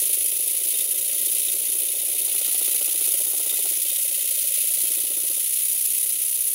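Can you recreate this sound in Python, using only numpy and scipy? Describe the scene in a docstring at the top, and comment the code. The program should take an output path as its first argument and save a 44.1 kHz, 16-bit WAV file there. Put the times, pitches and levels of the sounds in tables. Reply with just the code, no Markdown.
"""A twin-cylinder model steam engine runs on compressed air on a bench, at 13 rising to 16 turns a second.
From the start four exhaust beats a turn hiss through the ports, spitting oil,
and the connecting rod knocks. From 0.6 s slack links chatter in spells and the valve gear clinks.
From 1.2 s a link thuds against the reversing lever once a turn, in spells; from 2.3 s it groans too.
The knock softens at 3.7 s; after 5.4 s the motion settles and the exhaust beats on."""
import sys
import numpy as np
from scipy import signal
from scipy.fft import rfft, irfft
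from scipy.io import wavfile

SR = 44100
rng = np.random.default_rng(int(sys.argv[2]) if len(sys.argv) > 2 else 0)


def wav_out(sig):
    """Save sig, one row per channel (or a flat mono array), as 16-bit PCM at SR to the path in sys.argv[1]."""
    wavfile.write(sys.argv[1], SR, np.round(np.clip(np.atleast_2d(sig).T, -1, 1) * 32767).astype(np.int16))


N = 288414

# Crankshaft speed. Each row: time in seconds, turns per second.
CRANK_SPEED = [(0.0, 13.163), (0.23, 13.467), (0.75, 14.753), (0.85, 14.671), (1.72, 14.955),
               (2.08, 15.213), (2.74, 15.004), (3.19, 15.529), (4.12, 15.314), (4.42, 15.124),
               (5.17, 15.104), (5.53, 15.701), (5.8, 15.936), (6.54, 15.884)]
# Valve gear modes. Each row: frequency in Hz, width in Hz, gain in dB.
GEAR_MODES = [(3570, 75, -10), (3697, 40, -1)]
# Crankcase and bed modes. Each row: frequency in Hz, width in Hz, gain in dB.
CASE_MODES = [(257, 56, -20), (286, 23, -1.5), (362.5, 15, 6.5), (386, 31, 6.5), (462, 84, -3),
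              (533, 74, 1.5), (582, 23, -15), (710, 96, -20)]


def from_db(db):
    """Decibels to gain."""
    return 10 ** (np.asarray(db) / 20)


def unit_rms(x):
    """Scale to unit power."""
    return x / np.sqrt(np.mean(x ** 2) + 1e-20)


def curves(rows):
    """Interpolate rows of (seconds, values..) to every sample, one curve per value."""
    times_s, *columns = np.transpose(rows)
    return [np.interp(np.arange(N) / SR, times_s, column) for column in columns]


def drift(corner_hz):
    """Low-passed noise, unit RMS."""
    hz = np.arange(N // 2 + 1) * SR / N
    return unit_rms(irfft(rfft(rng.standard_normal(N)) / (1 + (hz / corner_hz) ** 2), N))


def noise(spectrum):
    """Unit-RMS noise shaped by rows of (Hz, dB)."""
    hz, db = np.transpose(spectrum)
    bin_hz = np.arange(N // 2 + 1) * SR / N
    gain = from_db(np.interp(np.log(bin_hz + 1), np.log(hz), db))
    return unit_rms(irfft(rfft(rng.standard_normal(N)) * gain, N))


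def resonate(x, hz, width_hz):
    """Two-pole resonance, unit peak gain."""
    radius = np.exp(-np.pi * width_hz / SR)
    feedback = [1, -2 * radius * np.cos(2 * np.pi * hz / SR), radius ** 2]
    return signal.lfilter(np.array([1, 0, -1]) * (1 - radius ** 2) / 2, feedback, x + 1e-18)


def band(x, low_hz, high_hz, order):
    """Butterworth band-pass."""
    return signal.sosfilt(signal.butter(order, [low_hz, high_hz], "band", fs=SR, output="sos"), x)


def spell(start_s, end_s, attack_s=0.071, release_s=0.065):
    """Gate with linear ramps centred on start and end."""
    t = np.arange(N) / SR
    return np.clip((t - start_s) / attack_s + .5, 0, 1) * np.clip((end_s - t) / release_s + .5, 0, 1)


def at_angle(turn, angle_turn):
    """A unit click each time the crank passes an angle."""
    passes = np.floor(turn - angle_turn)
    return np.diff(np.maximum.accumulate(passes), prepend=passes[0])


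def turns_past(turn, angle_turn):
    """Signed offset from a crank angle, within half a turn."""
    return (turn - angle_turn + .5) % 1 - .5


def around(turn, angle_turn, spread_turn):
    """Gaussian bump once a turn, centred on a crank angle."""
    return np.exp(-.5 * (turns_past(turn, angle_turn) / spread_turn) ** 2)


def clicks(events):
    """One click per row of (seconds, dB)."""
    times_s, db = np.transpose(events)
    return np.bincount((times_s * SR).astype(int), from_db(db), N)


def contacts(load, per_s):
    """Small random blows whose force follows the load."""
    hits = rng.random(N) < per_s / SR
    return hits * rng.uniform(0.7, 1, N) * rng.choice([-1, 1], N) * load


def struck(modes, blows, variety=0.22):
    """Each blow excites each mode with its own strength; a unit blow peaks near 1."""
    peak = sum(from_db(db) * 2 * np.pi * width_hz / SR for _, width_hz, db in modes)
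    ring = sum(from_db(db) * resonate(blows * (1 + variety * rng.standard_normal(N)), hz, width_hz)
               for hz, width_hz, db in modes)
    return ring / peak


def peaked_hiss(peaks, flow):
    """One independent band of noise per spectral peak, following the flow."""
    return sum(from_db(db) * resonate(flow * rng.standard_normal(N), hz, width_hz)
               for hz, width_hz, db in peaks)


def workshop_noise(level_db=-50.0):
    """Steady low background of the room."""
    # Room noise spectrum. Each row: frequency in Hz, relative density in dB.
    spectrum = [(20, -27), (60, -28), (95, -23), (135, -5.5), (190, -7), (350, 10), (600, 9), (1000, -12),
                (1400, 2.5), (1580, -15), (2000, -2)]
    return from_db(level_db) * noise(spectrum)


def workshop_reverb(x, t60_s=0.087, wet_db=-10.5, delay_s=.002):
    """Add a short diffuse tail from bench and walls."""
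    t = np.arange(SR // 2) / SR
    tail = rng.standard_normal(len(t)) * from_db(-60 * t / t60_s) * (t > delay_s)
    return x + from_db(wet_db) * signal.fftconvolve(x, tail / np.linalg.norm(tail))[:N]


def bench_throb(turn, gain_db=-65.5, angle_turn=.93):
    """The unbalanced crank nudges the bench once a turn."""
    # Bench modes. Each row: frequency in Hz, width in Hz, gain in dB.
    bench_modes = [(132, 25, 4), (167, 44, 3)]
    throb = struck(bench_modes, at_angle(turn, angle_turn), variety=.1)
    return from_db(gain_db) * band(throb, 98, 220, order=2)


def gear_clinks(gain_db=2.0):
    """Single blows ring the valve gear."""
    # Blows on the gear. Each row: time in seconds, strength in dB.
    blows = [(0.74, -24), (0.805, -23), (1.483, -22), (2.651, -30), (3.111, -36), (3.497, -22),
             (3.538, -23), (3.902, -26), (4.281, -30)]
    return from_db(gain_db) * band(struck(GEAR_MODES, clicks(blows)), 1800, 3440, order=2)


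def slack_rattle(turn, link_gain_db=11.5, gear_gain_db=-55.5, case_lag_turn=0.024):
    """Slack links chatter, most in one part of the turn; crankcase, links and valve gear ring."""
    # Chatter spells. Each row: start and end in seconds, angle in turns, case and link drive in dB.
    slack_spells = [(0.602, 1.652, 0.22, -51.5, -81), (1.648, 2.29, 0.34, -49, -65),
                    (2.267, 3.747, 0.37, -50.5, -55.5), (4.792, 5.408, 0.59, -52.5, -60.5)]
    # Faint chatter throughout, fading as the engine runs in.
    idle_turn, idle_case_db, idle_link_db, fade_db_per_s = 0.38, -59.5, -71, 2.5
    idle_fade = from_db(-fade_db_per_s * np.arange(N) / SR)
    drives = [(idle_fade, idle_turn, idle_case_db, idle_link_db)]
    drives += [(spell(start_s, end_s), *rest) for start_s, end_s, *rest in slack_spells]
    case_load = link_load = looseness = 0
    for gate, angle, case_db, link_db in drives:
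        case_load += gate * from_db(case_db) * (0.33 + around(turn, angle + case_lag_turn, 0.14))
        link_load += gate * from_db(link_db) * (.1 + around(turn, angle, 0.12))
        looseness += gate * from_db(case_db - idle_case_db)
    # Rod and link modes. Each row: frequency in Hz, width in Hz, gain in dB.
    link_modes = [(778, 53, 7.5), (878, 94, 2.5), (1145, 160, 1.5), (1370, 63, 5), (1690, 96, -10)]
    case = band(struck(CASE_MODES, contacts(case_load, per_s=1500)), 275, 765, order=3)
    links = band(struck(link_modes, contacts(link_load, per_s=1000)), 360, 1630, order=2)
    # The gear ticks at both ends of the valve's travel.
    tick_turn, return_turn = .37, .9
    ticks = from_db(14.0) * at_angle(turn, tick_turn) + from_db(7.5) * at_angle(turn, return_turn)
    chatter = contacts(.3 + around(turn, tick_turn, spread_turn=.06), per_s=300)
    gear = unit_rms(band(struck(GEAR_MODES, ticks + chatter), 2700, 5800, order=2))
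    return case + from_db(link_gain_db) * links + from_db(gear_gain_db) * looseness ** 0.42 * gear


def lever_thuds(turn, thud_hz=334.0, width_hz=72.0, cushion_width_hz=130.0, jitter_turn=0.0056):
    """The link shoves the hand-held lever once a turn: a dull, cushioned thud."""
    # Thud spells. Each row: start and end in seconds, angle in turns, strength in dB.
    thud_spells = [(1.15, 1.55, .18, -37), (1.693, 1.812, .34, -32), (2.4, 3.626, .37, -37),
                   (3.61, 3.852, .16, -35), (3.844, 4.35, .16, -41.5), (4.78, 5.353, .355, -32.5)]
    crank = turn + jitter_turn * drift(19)
    shoves = sum(spell(start_s, end_s) * from_db(db) * at_angle(crank, angle)
                 for start_s, end_s, angle, db in thud_spells)
    thuds = struck([(thud_hz, width_hz, 0)], shoves, variety=0.083)
    return resonate(thuds, thud_hz, cushion_width_hz)


def lever_groans(turn, groan_hz=576.0, waver=0.0234, sag_per_turn=0.22):
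    """The link rubs the lever once a turn: a short tone of sagging pitch."""
    # Groan spells. Each row: start and end in seconds, angle in turns, peak in dB.
    groan_spells = [(2.3, 3.799, .35, -50.5), (3.048, 3.6, 0.477, -44.5), (3.786, 4.834, 0.44, -42.5),
                    (4.84, 5.414, 0.536, -45)]
    groans = np.zeros(N)
    for start_s, end_s, angle, db in groan_spells:
        pitch_hz = groan_hz * (1 + waver * drift(87) - sag_per_turn * turns_past(turn, angle))
        rub = spell(start_s, end_s) * around(turn, angle, spread_turn=0.054) * from_db(db)
        groans += rub * np.sin(2 * np.pi * np.cumsum(pitch_hz) / SR)
    return groans


def rod_knocks(turn, cruise_turns_per_s=15, delay_turn=.1, soften_db=2.5, jitter_turn=.003):
    """The rod's knock leads a run of bearing contacts each turn; the crankcase rings."""
    # Knock spells at cruise speed. Each row: start and end in seconds, angle in turns, strength in dB.
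    knock_spells = [(-.2, 2.28, .55, -35), (2.28, 3.74, 0.37, -34), (3.74, 6.8, .42, -43)]
    # Bearing contacts. Each row: lag behind the knock in turns, relative strength in dB.
    bearing_contacts = [(0, 0.5), (0.073, -10.5), (0.212, -9.5), (0.447, -9.5), (0.559, -4), (0.688, -9.5)]
    # Each turn per second above cruise adds one delay_turn and takes off one soften_db.
    overspeed = curves(CRANK_SPEED)[0] - cruise_turns_per_s
    crank = turn - delay_turn * overspeed + jitter_turn * drift(10)
    blows = sum(spell(start_s, end_s) * from_db(knock_db + contact_db) * at_angle(crank, angle + lag)
                for start_s, end_s, angle, knock_db in knock_spells
                for lag, contact_db in bearing_contacts)
    case = struck(CASE_MODES, blows * from_db(-soften_db * overspeed), variety=.1)
    return band(case, 248, 695, order=4)


def oil_spurts(sigma_s=0.0021, gain_db=-7.5):
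    """Flow multiplier: oily air spurts for a few milliseconds."""
    # Spurts. Each row: time in seconds, relative strength in dB.
    spurts = [(0.056, -2), (0.746, 5), (0.81, 2), (1.386, 3), (2.219, 4), (2.251, 6), (2.714, 1),
              (2.748, 5), (3.12, 2), (3.142, 3), (4.617, 4), (5.982, 1)]
    surge = signal.windows.gaussian(SR // 50, sigma_s * SR)
    return 1 + from_db(gain_db) * signal.fftconvolve(clicks(spurts), surge, "same")


def oil_spits(per_s=130, gain_db=-18.0, decay_s=0.0035):
    """Flow multiplier: oil drops break out of the ports, each with a brief surge."""
    drops = (rng.random(N) < per_s / SR) * np.minimum(rng.exponential(1, N), 3)
    surges = signal.lfilter([1], [1, -np.exp(-1 / (decay_s * SR))], drops + 1e-18)
    return 1 + from_db(gain_db) * surges


def valve_flow(turn, edge_turn=0.041, leak_db=-6.0, spread_db=1.0):
    """Drive for port, jet and mid hiss: a valve slides open, the cylinder empties, the valve shuts."""
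    # Exhaust beats. Each row: opening angle, open span and pressure decay in turns,
    # then relative drive of port, jet and mid hiss in dB.
    beats = [(0.297, 0.96, 0.25, 4.5, -1.5, 3), (.53, 0.31, 0.15, 5.5, 0.5, 4),
             (0.799, 0.24, 0.27, 5.5, 0.5, 4.5), (.99, 0.22, 1, 0.5, -0.5, -0.5)]
    power = np.full((3, N), from_db(leak_db) ** 2)
    for open_turn, span_turn, decay_turn, *drives_db in beats:
        count, age_turn = np.divmod(turn - open_turn + 2, 1)
        opening = np.clip(age_turn / edge_turn, 0, 1)
        closing = np.clip((span_turn - age_turn) / edge_turn + .5, 0, 1)
        strength = from_db(spread_db * rng.standard_normal(size=128))[count.astype(int)]
        pressure = strength * np.exp(-age_turn / decay_turn)
        power += np.outer(from_db(drives_db), opening * closing * pressure) ** 2
    return np.sqrt(power)


def exhaust(turn, port_db=-24.5, jet_db=-26.0, mid_db=-40.0, flutter_db=0.37, mid_flutter_db=1.95):
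    """The beats whistle in the ports and hiss as a free jet, with peaks in the mid range."""
    # Air supply. Each row: time in seconds, flow in dB above normal.
    air_flow = [(0, 1.5), (0.31, -1.5), (0.81, 0.4), (0.86, -1.5), (1.43, 0.8), (1.59, -1.0), (2.16, -1.2),
                (2.56, 0.85), (2.98, 0.4), (3.08, 1.3), (3.31, 0), (3.54, 0.9), (3.99, 0.7), (4.95, 1.17),
                (5.08, -1.0), (5.63, 0.26), (6.29, -1.2), (6.54, -1.0)]
    # Exhaust colour. Each row: time in seconds, lift of port whistle and of mid hiss in dB.
    colour = [(0, 1.2, 0), (1.55, -0.3, 0.5), (1.7, 1.6, 0.2), (1.97, 1, 2.5), (2.56, -0.3, 1.3),
              (3.34, -0.6, -2.3), (3.47, -1.5, 0), (4.44, -1.5, -0.9), (4.58, -0.5, 2.2),
              (4.73, -0.5, -0.4), (6.54, 1.6, -1.5)]
    # Port resonances. Each row: frequency in Hz, width in Hz, gain in dB.
    port_modes = [(9760, 830, -4), (10250, 110, 1.5), (10940, 750, -4.5), (11600, 420, -9),
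                  (12340, 550, -9.5)]
    # Mid-range peaks of the exhaust hiss, coloured by bench and room reflections.
    # Each row: frequency in Hz, width in Hz, gain in dB.
    mid_hiss_peaks = [(2028, 108, -9), (2244, 160, -12), (2550, 74, -2), (2734, 49, -4.5), (2915, 69, 0),
                      (3143, 48, -1.5), (3287, 108, -2.5), (3618, 82, 0.5), (3973, 160, -5),
                      (4320, 35, -17), (4400, 70, -4.5), (4806, 35, -4.5), (5590, 21, -0.5)]
    # Jet spectrum. Each row: frequency in Hz, relative density in dB.
    jet_spectrum = [(1500, -24.5), (2200, -19.5), (4000, -13), (5200, -9.5), (6500, -4.5), (8400, -5),
                    (9500, -1), (12800, -4.5), (14200, 4.5), (16000, -0.5)]
    air_db, = curves(air_flow)
    port_lift_db, mid_lift_db = curves(colour)
    port_flow, jet_flow, mid_flow = valve_flow(turn)
    spurts = oil_spurts()
    sputter = from_db(-flutter_db * drift(250)) * oil_spits()
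    port = band(peaked_hiss(port_modes, port_flow * sputter * spurts), 8930, 14800, order=3)
    jet = band(noise(jet_spectrum) * jet_flow * sputter * np.sqrt(spurts), 1170, 21000, order=3)
    mid_flutter = from_db(mid_flutter_db * drift(150))
    mid_hiss = band(peaked_hiss(mid_hiss_peaks, mid_flow * mid_flutter), 1820, 5840, order=4)
    return (from_db(port_db + air_db + port_lift_db) * unit_rms(port)
            + from_db(jet_db + air_db) * unit_rms(jet)
            + from_db(mid_db + 1.3 * air_db + mid_lift_db) * unit_rms(mid_hiss))


def scene(start_turn=.1):
    """The engine in the workshop, mono; the crank angle times the beats and knocks."""
    turn = start_turn + np.cumsum(curves(CRANK_SPEED)[0]) / SR
    engine = (exhaust(turn) + gear_clinks() + rod_knocks(turn) + slack_rattle(turn)
              + lever_thuds(turn) + lever_groans(turn) + bench_throb(turn))
    return (workshop_reverb(engine) + workshop_noise())[None]


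def record(dry, cutoff_hz=15750):
    """Steep elliptic low-pass."""
    return signal.sosfilt(signal.ellip(14, .1, 90, cutoff_hz, fs=SR, output="sos"), dry)


dry = scene()
out = record(dry)
wav_out(out)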